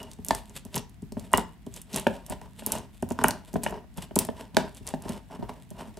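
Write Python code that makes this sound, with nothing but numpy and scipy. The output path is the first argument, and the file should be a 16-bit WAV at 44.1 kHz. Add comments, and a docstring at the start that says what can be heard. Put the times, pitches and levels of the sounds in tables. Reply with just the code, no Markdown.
"""A stone pestle pounds and grinds wet peppercorns in a stone mortar, heard close by in a small kitchen.
It opens on a rub, faint pestle pings and seed snaps; the first hard blow lands at 0.3 s, harder ones at 1.3 and 2.1 s.
Blows crowd together from 3.0 to 3.7 s, the loudest seed splits at 4.2 s, and after a hard blow at 4.6 s the work softens.
Blows and rubs drive the mortar's modes, seeds are short resonant noise clicks, grit is sparse noise impulses;
wet paste ticks, room tails, a shaking table and a steady background lie under it all."""
import sys
import numpy as np
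from scipy import signal
from scipy.fft import rfft, irfft, next_fast_len
from scipy.io import wavfile
from scipy.ndimage import map_coordinates

SR = 44100
rng = np.random.default_rng(int(sys.argv[2]) if len(sys.argv) > 2 else 0)


def wrap_up_sound(samples):
    """Save the sound to the file named by the first command line argument, as 16-bit audio."""
    columns = np.atleast_2d(samples).T
    # keep every value between -1 and 1, then stretch to whole-number steps
    tamed = np.clip(columns, -1, 1)
    steps = np.round(tamed * 32767).astype(np.int16)
    wavfile.write(sys.argv[1], SR, steps)


N = 264524  # samples, about 6 s
MIRROR = np.array([[1], [-1]])  # opposite shifts for left and right


def amp(db):
    """Decibels to gain."""
    return 10 ** (np.asarray(db) / 20)


def unit(x):
    """Scale to rms 1."""
    return x / np.sqrt(np.mean(x ** 2) + 1e-20)


def along(points, hz):
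    """Read a curve of (Hz, value) points on a log frequency axis."""
    point_hz, value = np.transpose(points)
    return np.interp(np.log(hz + 1), np.log(point_hz + 1), value)


def wobble(rate):
    """A smooth random curve with `rate` knots a second."""
    knots = rng.standard_normal(int(N * rate / SR) + 4)
    return map_coordinates(knots, [np.arange(N) * rate / SR])


def filtered(x, response):
    """Filter x by a complex response of frequency, zero-padded."""
    m = next_fast_len(N + SR // 2)
    return irfft(rfft(x, m) * response(np.fft.rfftfreq(m, 1 / SR)), m)[..., :N]


def crackle(per_s, spread_db, smooth):
    """Sparse slips of uneven size over a smooth noise."""
    size = amp(spread_db * rng.exponential(size=N)) * rng.standard_normal(N)
    slips = size * (rng.random(N) < per_s / SR)
    return unit(slips) + smooth * rng.standard_normal(N)


# colour of the steady kitchen background: pitch_hz [Hz], level_db [dB, relative]
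AIR = [(20, -52.5), (40, -2), (80, -11.5), (200, 4.5), (560, -27.5), (650, -17), (1290, -25), (1840, -22),
       (5570, -35), (8140, -41), (12500, -50), (16000, -53.5)]
# how alike left and right hear that background: pitch_hz [Hz], likeness [0 to 1]
AIR_ALIKE = [(30, .3), (150, .6), (500, .7), (3000, 0.26), (12000, 0.23)]
AIR_DB = -55.0


def air():
    """Steady broadband noise, partly shared between left and right."""
    def mid_side(hz):
        turn = np.arccos(np.clip(along(AIR_ALIKE, hz), -1, 1)) / 2
        return amp(along(AIR, hz)) * [np.cos(turn), np.sin(turn)]

    mid, side = filtered(rng.standard_normal((2, N)), mid_side)
    return amp(AIR_DB) * unit(np.array([mid + side, mid - side]))


TABLE_REST_DB, TABLE_HIT_DB = -50.5, -30  # shake at rest; after a 0 dB blow, before its rise and decay
TABLE_FOLLOWS = 0.34  # dB of shake per dB of blow
TABLE_RISE_S, TABLE_T60 = 0.016, 0.34  # rise time constant and 60 dB decay, s


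def table():
    """The table shakes as low-band noise, faintly at rest and more strongly after each blow."""
    low_band = [(28, -40), (42, 6.5), (70, -1.0), (110, -3), (200, -13.5), (300, -45.0)]  # (Hz, dB)
    a, b = filtered(rng.standard_normal((2, N)), lambda f: amp(along(low_band, f)))
    start_s, blow_db = np.array(BLOWS)[:, :1], np.array(BLOWS)[:, 1:2]
    since = np.maximum(np.arange(N) / SR - start_s, 0)
    decay = amp(TABLE_HIT_DB + TABLE_FOLLOWS * blow_db - 60 * since / TABLE_T60)
    jolts = decay * (1 - np.exp(-since / TABLE_RISE_S))
    level = np.sqrt(amp(TABLE_REST_DB) ** 2 + np.sum(jolts ** 2, axis=0))
    return level * unit(np.array([a + 0.42 * b, a - 1.6 * b]))


# decay of the room: pitch_hz [Hz], t60_s [s]
ROOM_DECAY = [(150, 0.31), (700, 0.31), (2000, 0.31), (5000, 0.3), (13000, 0.12)]
# share of the sound sent to the room: pitch_hz [Hz], level_db [dB]
ROOM_SEND = [(120, -4.5), (250, -8.5), (700, -11.5), (3000, -11.5), (12000, -13)]


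def kitchen(x):
    """Reverberation: a fresh noise tail for every quarter second, each frequency dying at its own speed."""
    out, step = np.zeros((2, N + SR)), SR // 4
    delay = 200  # samples before the room answers
    x = filtered(x, lambda f: amp(along(ROOM_SEND, f)))
    for at in range(0, N, step):
        hz, t, z = signal.stft(rng.standard_normal((2, SR // 2)), SR, nperseg=256)
        decay = amp(-60 * t / along(ROOM_DECAY, hz)[:, None])
        tail = signal.istft(z * decay, SR, nperseg=256)[1]
        tail[1] = 0.62 * tail[0] + 0.57 * tail[1]  # both sides hear much the same field
        wet = signal.fftconvolve(x[None, at:at + step], tail / np.linalg.norm(tail[0]), axes=1)
        out[:, at + delay:at + delay + wet.shape[1]] += wet
    return out[:, :N]


def paste():
    """The wet paste ticks faintly all the while: sparse grit-coloured noise in random clusters."""
    ticks = amp(4.5 * wobble(14)) * crackle(200, spread_db=2.6, smooth=.3)
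    return amp(-71.5) * unit(filtered(ticks, lambda f: amp(along(GRIT, f))))


# pings of the pestle when its flank is caught: start_s [s], level_db [dB, before onset and decay]
PINGS = [(.002, -38.5), (0.033, -47), (.07, -51), (1.338, -19), (3.24, -28.5), (3.284, -35.5), (3.665, -32)]
PESTLE_HZ, PESTLE_T60 = 2886, 0.079  # centre pitch, Hz; 60 dB decay, s


def pings():
    """One mode of the pestle, damped by the hand; the shifting grip makes it waver."""
    out, t = np.zeros(N + SR), np.arange(SR // 4) / SR
    for start_s, level_db in PINGS:
        waver = 0.064 * np.cumsum(rng.standard_normal(len(t)))  # random walk of phase, radians
        decay = amp(-60 * t / PESTLE_T60)
        onset = 1 - np.exp(-t / .0003)
        ring = np.sin(2 * np.pi * PESTLE_HZ * t + waver) * decay * onset
        out[round(start_s * SR):][:len(t)] += amp(level_db) * ring
    return out[:N]


# the seeds that break loudest: start_s [s], level_db [dB, peak], pitch_hz [Hz, centre of the shell's resonance]
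SNAPS = [(0.0301, -29, 8250), (0.115, -29, 6000), (0.1332, -33.5, 7600), (0.248, -16, 11400),
         (0.2646, -26, 10400), (0.285, -12, 9000), (0.3084, -12.5, 3300), (0.3494, -14, 7860),
         (0.4959, -34, 7400), (0.6511, -29, 7900), (0.7437, -19.5, 3870), (0.7562, -12.5, 8750),
         (0.7614, -14, 8400), (0.7786, -16, 5800), (0.895, -41, 9700), (1.022, -36, 7300),
         (1.122, -29.5, 7460), (1.196, -30, 7540), (1.3174, -33, 8600), (1.3325, -9, 9900),
         (1.3748, -8.5, 10000), (1.379, -14, 7800), (1.6652, -35, 7000), (1.7405, -26.5, 7560),
         (1.763, -27.5, 7700), (1.7652, -28, 6150), (1.8164, -26.5, 9200), (1.931, -25.5, 7000),
         (1.937, -26, 5700), (1.9444, -14.5, 5400), (1.9616, -8, 8300), (1.966, -21, 7300),
         (1.974, -17.5, 7640), (1.998, -16, 9450), (2.0708, -19.5, 3120), (2.264, -29, 10100),
         (2.2986, -20.5, 10200), (2.414, -40, 7960), (2.6633, -6.5, 10300), (2.6726, -21, 10000),
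         (2.7204, -5.5, 9300), (2.7234, -24, 8500), (2.7537, -19.5, 7640), (2.784, -25.5, 7500),
         (3.0245, -25, 7760), (3.0894, -31, 8850), (3.1047, -27, 7570), (3.1204, -25.5, 8250),
         (3.189, -30, 3600), (3.2156, -34.5, 5630), (3.2395, -4.5, 9800), (3.254, -24.5, 7300),
         (3.274, -27.5, 8150), (3.2834, -4.5, 10900), (3.308, -14.5, 5130), (3.531, -31.5, 7900),
         (3.5409, -25, 7150), (3.6344, -18.5, 8100), (3.6391, -13, 9900), (3.6445, -26, 7400),
         (3.6963, -30, 9000), (3.708, -33, 9000), (3.942, -44.5, 8000), (3.9738, -23, 9200),
         (4.0234, -27, 7050), (4.1568, -10, 9050), (4.1601, -5, 9100), (4.1894, 0, 9700),
         (4.2503, -18.5, 9400), (4.2696, -31, 8800), (4.5467, -29, 3400), (4.5685, -6, 3380),
         (4.7483, -31, 7460), (4.7703, -32, 6860), (4.868, -21.5, 9900), (4.8749, -19.5, 6000),
         (4.8893, -20.5, 8250), (5.0223, -28, 10000), (5.0924, -22.5, 8000), (5.168, -45, 5000),
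         (5.54, -44, 6000), (5.7047, -28.5, 9600), (5.9717, -32.5, 6300)]
SNAP_T60, CRUMBLE_T60 = 0.00099, 0.025  # s


def snaps():
    """A shell splits in one sharp click and crumbles for some milliseconds; each lies elsewhere in the bowl."""
    out, t = np.zeros((2, N + SR)), np.arange(1024) / SR
    f = np.fft.rfftfreq(len(t), 1 / SR)
    for start_s, level_db, hz in SNAPS:
        split = amp(-60 * t / SNAP_T60)
        crumble = amp(-20 - 60 * t / CRUMBLE_T60)
        shape = (split + crumble) * (1 - np.exp(-t / 7e-5))
        shell = 1j * f * hz * 0.37 / (hz * hz - f * f + 1j * f * hz * 0.76)
        treble_loss = (1 + (1j * f / 12500) ** 2 + 1j * f / 12000) ** 2
        colour = shell * (shell + 1.1) / treble_loss
        lag = np.exp(2j * np.pi * f * 2.2e-6 * rng.standard_normal() * MIRROR)  # left against right
        pan = amp(1.64 * rng.standard_normal() * MIRROR)
        noise = shape * rng.standard_normal(len(t))
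        click = irfft(rfft(noise) * colour * lag * pan, len(t))
        out[:, round(start_s * SR):][:, :len(t)] += amp(level_db) * click / abs(click).max()
    return out[:, :N]


# modes of the mortar on its table: pitch_hz [Hz], width_hz [Hz], level_db [dB, relative]
MORTAR = [(91, 15, -15), (128, 14, -12), (178.3, 48, -4.5), (246.7, 53, -0.5), (308.6, 67, -10),
          (407.4, 38.4, -1.5), (490, 130, -11.5), (633.7, 67.6, 0), (808, 68, -7), (839, 169, -2),
          (966, 148, 2.2), (1488, 256, -8.5), (1910, 98, -10.5), (2227, 130, -20.5), (2980, 500, -18)]


def modes(f, spread_db=0, detune=0):
    """The mortar's resonances; where it is struck and held changes each mode's strength and pitch."""
    chance = rng.standard_normal((len(MORTAR), 2))
    pitch, width, level_db = np.transpose(MORTAR)[..., None]
    pitch = pitch * (1 + detune * chance[:, :1])
    sign = (-1) ** np.arange(len(MORTAR))[:, None]  # neighbouring modes face opposite ways
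    gain = sign * amp(level_db + spread_db * chance[:, 1:])
    resonance = 1j * f * width / (pitch * pitch - f * f + 1j * f * width)
    return np.sum(gain * resonance, axis=0)


# rubs of the pestle over the crumbs: start_s [s, moment of greatest force],
# rise_ms [ms, from 6 dB down to the peak], rumble_db [dB], grit_db [dB]
RUBS = [(0.012, 22, -42.5, -53.5), (0.08, 33, -59, -70), (0.12, 15, -66, -62), (0.225, 55, -69, -89),
        (0.312, 32, -52, -50), (0.36, 20, -68, -48), (0.504, 15, -56.5, -67), (0.568, 12, -52.5, -44),
        (0.672, 15, -56, -73), (0.763, 13.2, -35, -38.5), (1.2, 11, -52, -63), (1.245, 16, -52.5, -59),
        (1.35, 14.5, -29.5, -50), (1.395, 11, -37, -49), (1.77, 17, -52.5, -47), (1.969, 26.3, -37, -38.5),
        (2.15, 42, -47, -56), (2.321, 14.6, -37.5, -50.5), (2.438, 29, -49, -65.5), (2.595, 12, -51, -44),
        (2.668, 3.9, -44, -50), (2.738, 35.2, -35.5, -45), (2.95, 7.6, -63.5, -57),
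        (3.11, 12, -43.5, -58.5), (3.215, 3, -33, -55), (3.268, 38.6, -33.5, -52), (3.486, 11.5, -56, -57),
        (3.551, 18, -53, -66), (3.644, 7, -43, -43), (3.69, 20, -40.5, -60), (3.745, 29, -40, -70),
        (3.98, 7, -40, -46.5), (4.03, 10, -45.5, -45), (4.204, 19, -34.5, -46), (4.4, 26, -43.5, -55.5),
        (4.586, 13, -32, -51), (4.63, 28, -41, -58.5), (4.772, 12, -62, -50.5), (4.888, 18.8, -42, -47.5),
        (5.04, 25, -48, -67), (5.113, 31.4, -40, -51), (5.32, 11.4, -41.5, -61.5), (5.353, 7.8, -41, -56.5),
        (5.433, 19, -45, -77.5), (5.494, 4.7, -37.5, -55), (5.525, 13, -50, -73), (5.579, 31, -56.5, -70),
        (5.805, 24, -40.5, -55), (5.876, 16, -55, -62), (5.985, 28, -57, -66)]
# colour of the scrape: pitch_hz [Hz], level_db [dB, relative]
SCRAPE = [(500, 13), (900, 4.5), (1400, -0.5), (1900, 2), (2300, -4), (2880, 3.5), (3500, -16.5),
          (5500, -3), (8000, -36)]
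# colour of the grit: pitch_hz [Hz], level_db [dB, relative]
GRIT = [(1500, -9), (3500, 2.5), (5500, -12), (8000, 0.5), (10500, -4), (13000, -7.5), (15000, -22),
        (16500, -25)]
FALL_OVER_RISE = 1.19  # a rub dies a little slower than it swells
SCRAPE_DB, SCRAPE_FOLLOWS_RUMBLE = -2.5, 0.7  # offset, dB; place between grit (0) and rumble (1)
# after a blow the pestle skids: rumble, scrape and grit in dB relative to the blow
SKID_RISE_MS, SKID_FALL_MS, SKID_DB = 1.8, 10, [-26.5, -37, -39.5]


def grinding():
    """In each rub or skid stone slips on stone into the mortar's modes while crumbs scrape and crackle."""
    strokes = []
    for start_s, rise_ms, rumble_db, grit_db in RUBS:
        scrape_db = SCRAPE_DB + grit_db + SCRAPE_FOLLOWS_RUMBLE * (rumble_db - grit_db)
        strokes.append((start_s, rise_ms, FALL_OVER_RISE * rise_ms, rumble_db, scrape_db, grit_db))
    for start_s, blow_db, _ in BLOWS:
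        levels = blow_db + np.array(SKID_DB)
        strokes.append((start_s + SKID_RISE_MS / 1e3, SKID_RISE_MS, SKID_FALL_MS, *levels))

    force, ms = np.zeros((3, N)), 1e3 * np.arange(N) / SR  # rows: rumble, scrape, grit
    for peak_s, rise_ms, fall_ms, *levels in strokes:
        near = slice(max(round(peak_s * SR) - SR // 8, 0), round(peak_s * SR) + SR // 4)
        late = ms[near] - 1e3 * peak_s
        swell = amp(-6 * (abs(late) / np.where(late < 0, rise_ms, fall_ms)) ** 1.286)
        force[:, near] += amp(levels)[:, None] * swell

    bursts = wobble(70)  # shared by crumbs and slips
    crumbs = amp(2.2 * bursts + 2.5 * wobble(200)) * crackle(2500, spread_db=2.1, smooth=.9)
    slips = unit(amp(0.6 * bursts) * crackle(700, spread_db=2.4, smooth=0.6))
    # slips at even force set the reference level of the rumble
    even, pushed = filtered(np.array([slips, slips * force[0]]), lambda f: modes(f) / (1 + 1j * f / 800) ** 2)
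    rumble = pushed / np.std(even)
    scrape = unit(filtered(crumbs, lambda f: amp(along(SCRAPE, f))))
    grit = unit(filtered(crumbs, lambda f: amp(along(GRIT, f))))
    return rumble + force[1] * scrape + force[2] * grit


# blows of stone on stone: start_s [s], level_db [dB, peak of the knock], contact_ms [ms, softness of the push]
BLOWS = [(0.1882, -32, 3.6), (0.2854, -31, 2.4), (0.3073, -9, 0.49), (0.3477, -26.5, 0.44),
         (0.6536, -32, 4.4), (0.7458, -29, 2.4), (0.7687, -24.5, 1.7), (1.024, -28.5, 6.9),
         (1.121, -30, 2.8), (1.1694, -22.5, 3), (1.3364, -3.5, 0.51), (1.381, -12, 0.78),
         (1.6665, -27.5, 2.9), (1.9361, -26, 2.9), (1.964, -28.5, 2.8), (2.0677, -6, 0.86),
         (2.301, -27, 3.9), (2.323, -27, 1.1), (2.415, -35, 0.32), (2.6223, -33, 1), (2.6676, -26.5, 2.5),
         (2.707, -35, 0.82), (2.7523, -22, 1.9), (3.0269, -17.5, 2.05), (3.1094, -19, 2.04),
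         (3.189, -16, 0.39), (3.2143, -23, 2.14), (3.2424, -4.5, 0.29), (3.2868, -16, 0.38),
         (3.5387, -21, 2.7), (3.5568, -14.5, 1.86), (3.6354, -28.5, 0.27), (3.664, -13.5, 0.28),
         (3.7247, -27.5, 1.2), (3.979, -28, 6.3), (4.1104, -32, 1.5), (4.163, -12.5, 2),
         (4.2497, -30, 0.21), (4.2878, -18, 1.18), (4.5422, -31.5, 2.7), (4.5692, -4, 0.64),
         (4.8093, -35.5, 7.7), (4.9387, -17.5, 1.68), (5.0548, -28, 2), (5.0953, -23.5, 3.6),
         (5.3909, -29, 4.1), (5.4258, -24, 2.75), (5.493, -28, 1.2), (5.7113, -32, 3.5),
         (5.8761, -36.5, 4.4), (5.973, -34.5, 1.36)]
CRACK_DB, CRACK_LOSS_DB_PER_MS = -5.5, 5  # crack relative to knock; a longer contact rounds it off
SPREAD_RAD, SPREAD_HZ = 0.71, 350  # the low thud reaches left and right out of step


def blows():
    """A longer contact is a softer push and leaves the high modes still; the hard edge of the blow cracks in them."""
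    out, t = np.zeros((2, N + SR)), np.arange(2 ** 13) / SR
    f = np.fft.rfftfreq(len(t), 1 / SR)
    fade = np.cos(np.pi / 2 * np.arange(len(t)) / len(t))
    for start_s, level_db, contact_ms in BLOWS:
        body = modes(f, spread_db=3.0, detune=0.031)
        phase = SPREAD_RAD * rng.standard_normal() * MIRROR / (1 + (f / SPREAD_HZ) ** 2)
        push = (1 + 2j * np.pi * f * contact_ms * 1.2e-4) ** -4  # time constant 0.12 of the contact
        knock = irfft(body * np.exp(1j * phase) * push, len(t))

        edge = rfft(rng.standard_normal(len(t)) * amp(-60 * t / 0.0053))
        edge_band = (1j * f / (1j * f + 1300)) ** 4 / (1 + 1j * f / 3200) ** 2
        crack = irfft(edge * body * edge_band, len(t))
        crack_db = CRACK_DB - CRACK_LOSS_DB_PER_MS * contact_ms
        hit = knock / abs(knock).max() + amp(crack_db) * crack / abs(crack).max()
        out[:, round(start_s * SR):][:, :len(t)] += amp(level_db) * fade * hit
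    return out[:, :N]


def scene():
    """The work in the mortar, its echo in the room, the background and the table."""
    work = paste() + pings() + snaps() + grinding() + blows()
    return work + kitchen(work.mean(axis=0)) + air() + table()


# tonal balance of the two microphones: pitch_hz [Hz], level_db [dB, left over right]
LEAN = [(40, 9), (125, 3.5), (300, -0.5), (600, -1), (4000, -0.5), (8000, 0), (13000, -3.5)]
# phase between the two microphones: pitch_hz [Hz], lead_rad [radians, left ahead of right]
LEAD = [(300, 0), (430, -.15), (860, 0), (3100, 0), (5200, .25), (12700, .3), (14000, .6), (15500, 1.5)]
LOW_HZ, TOP_HZ = 38, 15800  # a steep roll-off above the top, a gentler one below the low limit


def record(dry):
    """Two microphones differ in colour and phase; both lose the deepest bass and the highest treble."""
    half = np.array([[.5], [-.5]])

    def response(hz):
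        colour = amp(along(LEAN, hz) * half)
        phase = np.exp(1j * along(LEAD, hz) * half)
        return colour * phase / (1 + (hz / TOP_HZ) ** 90) / (1 + (LOW_HZ / (hz + 1)) ** 4)

    return filtered(dry, response)


dry = scene()
out = record(dry)
wrap_up_sound(out)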